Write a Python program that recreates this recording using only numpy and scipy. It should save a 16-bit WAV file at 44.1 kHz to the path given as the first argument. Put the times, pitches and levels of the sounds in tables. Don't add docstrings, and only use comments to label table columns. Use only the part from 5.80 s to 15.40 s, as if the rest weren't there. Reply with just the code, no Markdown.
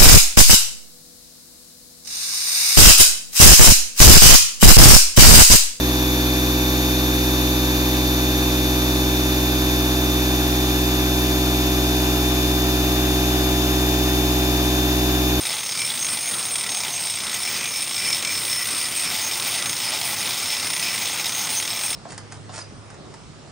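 import sys
import numpy as np
from scipy.fft import rfft, irfft
from scipy.io import wavfile

SR = 44100
rng = np.random.default_rng(int(sys.argv[2]) if len(sys.argv) > 2 else 0)


def unload_wav(signal):
    wavfile.write(
        sys.argv[1],
        SR,
        np.round(np.clip(np.atleast_2d(signal).T, -1, 1) * 32767).astype(np.int16),
    )


N = 423360
TIME = np.arange(N) / SR
FREQS = np.maximum(np.arange(N // 2 + 1) * SR / N, 1)
LEFT_ONLY = np.array([[1], [0]])
TURNS_PER_STROKE = 4.7358
BASS_LAG_S, TREBLE_LAG_S = .00011, .00018

# (frequency [Hz], lag [radians])
AIR_LAG = [(100, 0), (500, .35), (1000, .4), (1200, 1.3), (1550, 2.1), (1900, 1.9), (2250, 2.4),
           (2550, 1.2), (3000, 2.7), (3500, 4.4), (5000, 5), (6200, 6.6), (7600, 9), (15000, 17)]


def from_db(db):
    return 10 ** (np.asarray(db) / 20)


def rms_one(x):
    return x / np.sqrt(np.mean(x ** 2) + 1e-20)


def in_time(points):
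    return np.interp(TIME, *np.transpose(points))


def over_hz(points):
    hz, value = np.transpose(points)
    return np.interp(np.log(FREQS), np.log(hz), value)


def pan(db):
    gains = from_db(np.array([[.5], [-.5]]) * db)
    return gains / np.sqrt(np.mean(gains ** 2, axis=0))


def drift(rate_hz):
    return rms_one(irfft(rfft(rng.standard_normal(N)) / (1 + (FREQS / rate_hz) ** 2), N))


def tone(phase, hz, level_db, pan_db, lag_s):
    lag = 2 * np.pi * hz * lag_s * LEFT_ONLY
    wave = np.sin((phase % (2 * np.pi) - lag).astype(np.float32))
    return np.sqrt(2) * from_db(level_db) * pan(pan_db) * wave


def stereo_noise():
    # (frequency [Hz], likeness [0-1])
    likeness = [(60, 0), (600, 0.93), (1700, 0.83), (3100, 0.25), (4200, 0.54), (6000, 0.23), (15000, 0.08)]
    direct, *scattered = rfft(rng.standard_normal((3, N))) * np.sqrt(SR / 2)
    alike = over_hz(likeness)
    lag = np.exp(-1j * over_hz(AIR_LAG) * LEFT_ONLY)
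    return np.sqrt(alike) * direct * lag + np.sqrt(1 - alike) * np.array(scattered)


def cooling_air(place, left_share=.35, lag_shrink=.25):
    # (frequency [Hz], level [dB per Hz])
    rush_levels = [(25.0, -68), (63.0, -62.5), (130.0, -68.5), (300.0, -65.5), (750.0, -63.5),
                   (1500.0, -64.5), (3500.0, -68), (6200.0, -66.5), (7100.0, -69), (8250.0, -77.5),
                   (9500.0, -73.5), (11000.0, -70), (13500.0, -68), (15700.0, -72.0)]
    # (frequency [Hz], width [Hz], left height [dB], right height [dB], right change along the path [dB])
    resonances = [(400.0, 90.0, -1.5, 2.8, 0.6), (500.0, 110.0, -6.1, -4.3, -0.7),
                  (720.0, 300.0, -0.3, 0.2, 3.0), (1120.0, 520.0, -0.4, -6.0, -1.0),
                  (1630.0, 310.0, 1.6, 3.2, -2.3), (2090.0, 230.0, -2.8, -4.6, -2.5),
                  (2450.0, 380.0, -0.1, 8.6, -3.5), (2850.0, 820.0, 3.6, -2.8, 3.3),
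                  (3880.0, 830.0, 3.5, 3.8, -4.1), (4800.0, 560.0, -0.8, 5.3, -0.3),
                  (5280.0, 410.0, -1.8, -2.2, 6.5), (5720.0, 700.0, -0.0, 2.0, -4.4),
                  (6540.0, 170.0, 1.5, 2.5, 0.0), (7530.0, 350.0, -2.3, -1.4, 3.3),
                  (9400.0, 430.0, 1.9, 1.7, 4.2), (11620.0, 470.0, 5.1, 6.8, -5.6),
                  (12090.0, 450.0, 5.1, 4.0, -1.8), (12860.0, 400.0, 1.5, 2.5, -2.0)]
    rush = stereo_noise() * from_db(over_hz(rush_levels))
    out = 0
    for end in (-.5, .5):
        colour_db = 0
        for hz, width_hz, left_db, right_db, shift_db in resonances:
            centre_hz = hz + end * 260 * np.exp(-((hz - 5100) / 800) ** 2)
            bump = np.exp(-4 * np.log(2) * ((FREQS - centre_hz) / width_hz) ** 2)
            height_db = np.array([[left_db + left_share * end * shift_db], [right_db + end * shift_db]])
            colour_db = colour_db + bump * height_db
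        turn = np.exp(1j * end * lag_shrink * np.minimum(over_hz(AIR_LAG), np.pi) * LEFT_ONLY)
        blend = .5 + 2 * end * place
        out = out + blend * irfft(rush * turn * from_db(colour_db), N)
    return out


def valves(air, crank, knock_hz=1300, tick_hz=8500, uneven_db=1.5):
    openings = [(.25, .5, .09), (.63, 1.0, .05), (.9, .45, .04)]
    stroke = crank / (2 * np.pi)
    bursts = sum(size * np.exp(-((stroke - start) % 1) / fade) for start, size, fade in openings)
    pulsing = rms_one(1 + bursts * from_db(uneven_db * drift(40))) - 1
    puff = .29
    knock = .48 * np.exp(-2 * np.log(FREQS / knock_hz) ** 2)
    tick = .8 / (1 + (tick_hz / FREQS) ** 4)
    return air + pulsing * irfft(rfft(air) * (puff + knock + tick), N)


def motor(shaft, motor_hz, place, whine_multiple=12, whine_db=-30, twin_db=-45):
    # (pitch [times the motor speed], level [dB], left minus right [dB], change along the path [dB])
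    rotor_tones = [(1, -27, -1.4, 0), (2, -43.8, -.5, 0), (3, -45.9, 3, -1.4), (4, -52, 2.6, 0),
                   (5, -52, 1.6, -3), (11, -51.5, 6, -1.5), (13, -53, -1.7, 0)]
    brush_tones = [(22, -41.5, 1, 0.5), (24, -53, 17, 17), (39, -54, 7, -24), (40, -64, 3, 0),
                   (41, -46, -2, 5)]
    angle = shaft + .002 * drift(40)
    fluttering_db = whine_db + .5 * drift(14)
    whine_pan_db = 4 + 13 * np.exp(-((place - .38) / .2) ** 2)
    whine_lag_s = .00021 - .00005 * place
    out = tone(whine_multiple * angle, whine_multiple * motor_hz, fluttering_db, whine_pan_db, whine_lag_s)
    for multiple, level_db, pan_db, shift_db in rotor_tones + brush_tones:
        phase = multiple * angle + rng.uniform(0, 2 * np.pi)
        lag_s = BASS_LAG_S if multiple < 10 else TREBLE_LAG_S
        out = out + tone(phase, multiple * motor_hz, level_db + shift_db * place, pan_db, lag_s)
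    twin = brush_tones[0][0] - 1 / TURNS_PER_STROKE
    return out + tone(twin * angle, twin * motor_hz, twin_db, 0, TREBLE_LAG_S)


def piston(crank, stroke_hz, place, wall_hz=220, scatter_hz=400):
    # (pitch [times the stroke rate], level [dB], left minus right [dB], change along the path [dB])
    thump_tones = [(1, -24.2, 0.4, 0.3), (2, -29.7, 0.0, -0.5), (3, -31.8, -0.2, 0.7),
                   (4, -31.8, -0.7, -3.4), (5, -31.2, -1.9, 0.1), (6, -29.4, -2.7, 2.4),
                   (7, -42.4, -4.5, 6.5), (8, -40.0, 2.5, -6.5), (9, -47.2, -2.4, 3.3),
                   (10, -46.0, -1.2, 1.1), (11, -38.7, -2.5, 5.0), (12, -43.8, -4.7, 6.5),
                   (13, -40.2, -0.0, 1.7), (14, -49.3, 4.3, 0.3), (15, -52.4, 9.7, -1.1),
                   (16, -45.7, 5.5, 1.2), (17, -49.6, 10.6, 3.7), (18, -51.6, 3.1, -10.6),
                   (19, -49.2, 3.7, 0.9), (22, -54.1, 8.8, 0.8), (25, -51.6, -1.2, -1.6),
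                   (27, -48.5, -0.1, -0.9)]
    angle = crank + .017 * drift(17)
    out = 0
    for multiple, level_db, pan_db, shift_db in thump_tones:
        hz = multiple * stroke_hz
        smear = .075 if hz < scatter_hz else np.pi / 8
        flip = np.pi * (hz > wall_hz)
        phase = multiple * angle + np.pi / 2 - smear * multiple * (multiple - 1) - flip
        waver_db = .16 * drift(6) * min(multiple / 10, 1)
        out = out + tone(phase, hz, level_db + shift_db * place + waver_db, pan_db, BASS_LAG_S)
    return out


def scene(mains_ripple_hz=100):
    # (time [s], speed [turns per s])
    motor_speed = [(0.2, 297.3), (0.51, 297.3), (0.88, 299.3), (5.31, 297.7), (8.7, 298.1)]
    # (time [s], place [about -0.5 at one end, 0.5 at the other])
    microphone_path = [(0, -0.53), (1.7, -0.49), (3.2, -0.27), (4.8, 0.04), (6.2, 0.23), (8, 0.49),
                       (9.6, 0.27)]
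    motor_hz, place = in_time(motor_speed), in_time(microphone_path)
    shaft = 2 * np.pi * np.cumsum(motor_hz) / SR
    crank = shaft / TURNS_PER_STROKE
    mains = 2 * np.pi * mains_ripple_hz * TIME
    rocking = .038 * np.sin(crank) + .023 * np.sin(mains)
    force = 1 + .078 * np.cos(crank) + .079 * np.cos(mains)
    whine = force * motor(shaft + rocking, motor_hz.mean(), place)
    thump = piston(crank, motor_hz.mean() / TURNS_PER_STROKE, place)
    ticking_air = valves(cooling_air(place), crank)
    return ticking_air + whine + thump


def record(dry, lowest_hz=20, highest_hz=15780):
    low_cut = 1 / np.sqrt(1 + (lowest_hz / FREQS) ** 4)
    high_cut = np.clip((highest_hz - FREQS) / 60 + .5, 0, 1)
    return irfft(rfft(dry) * low_cut * high_cut, N)


dry = scene()
out = record(dry)
unload_wav(out)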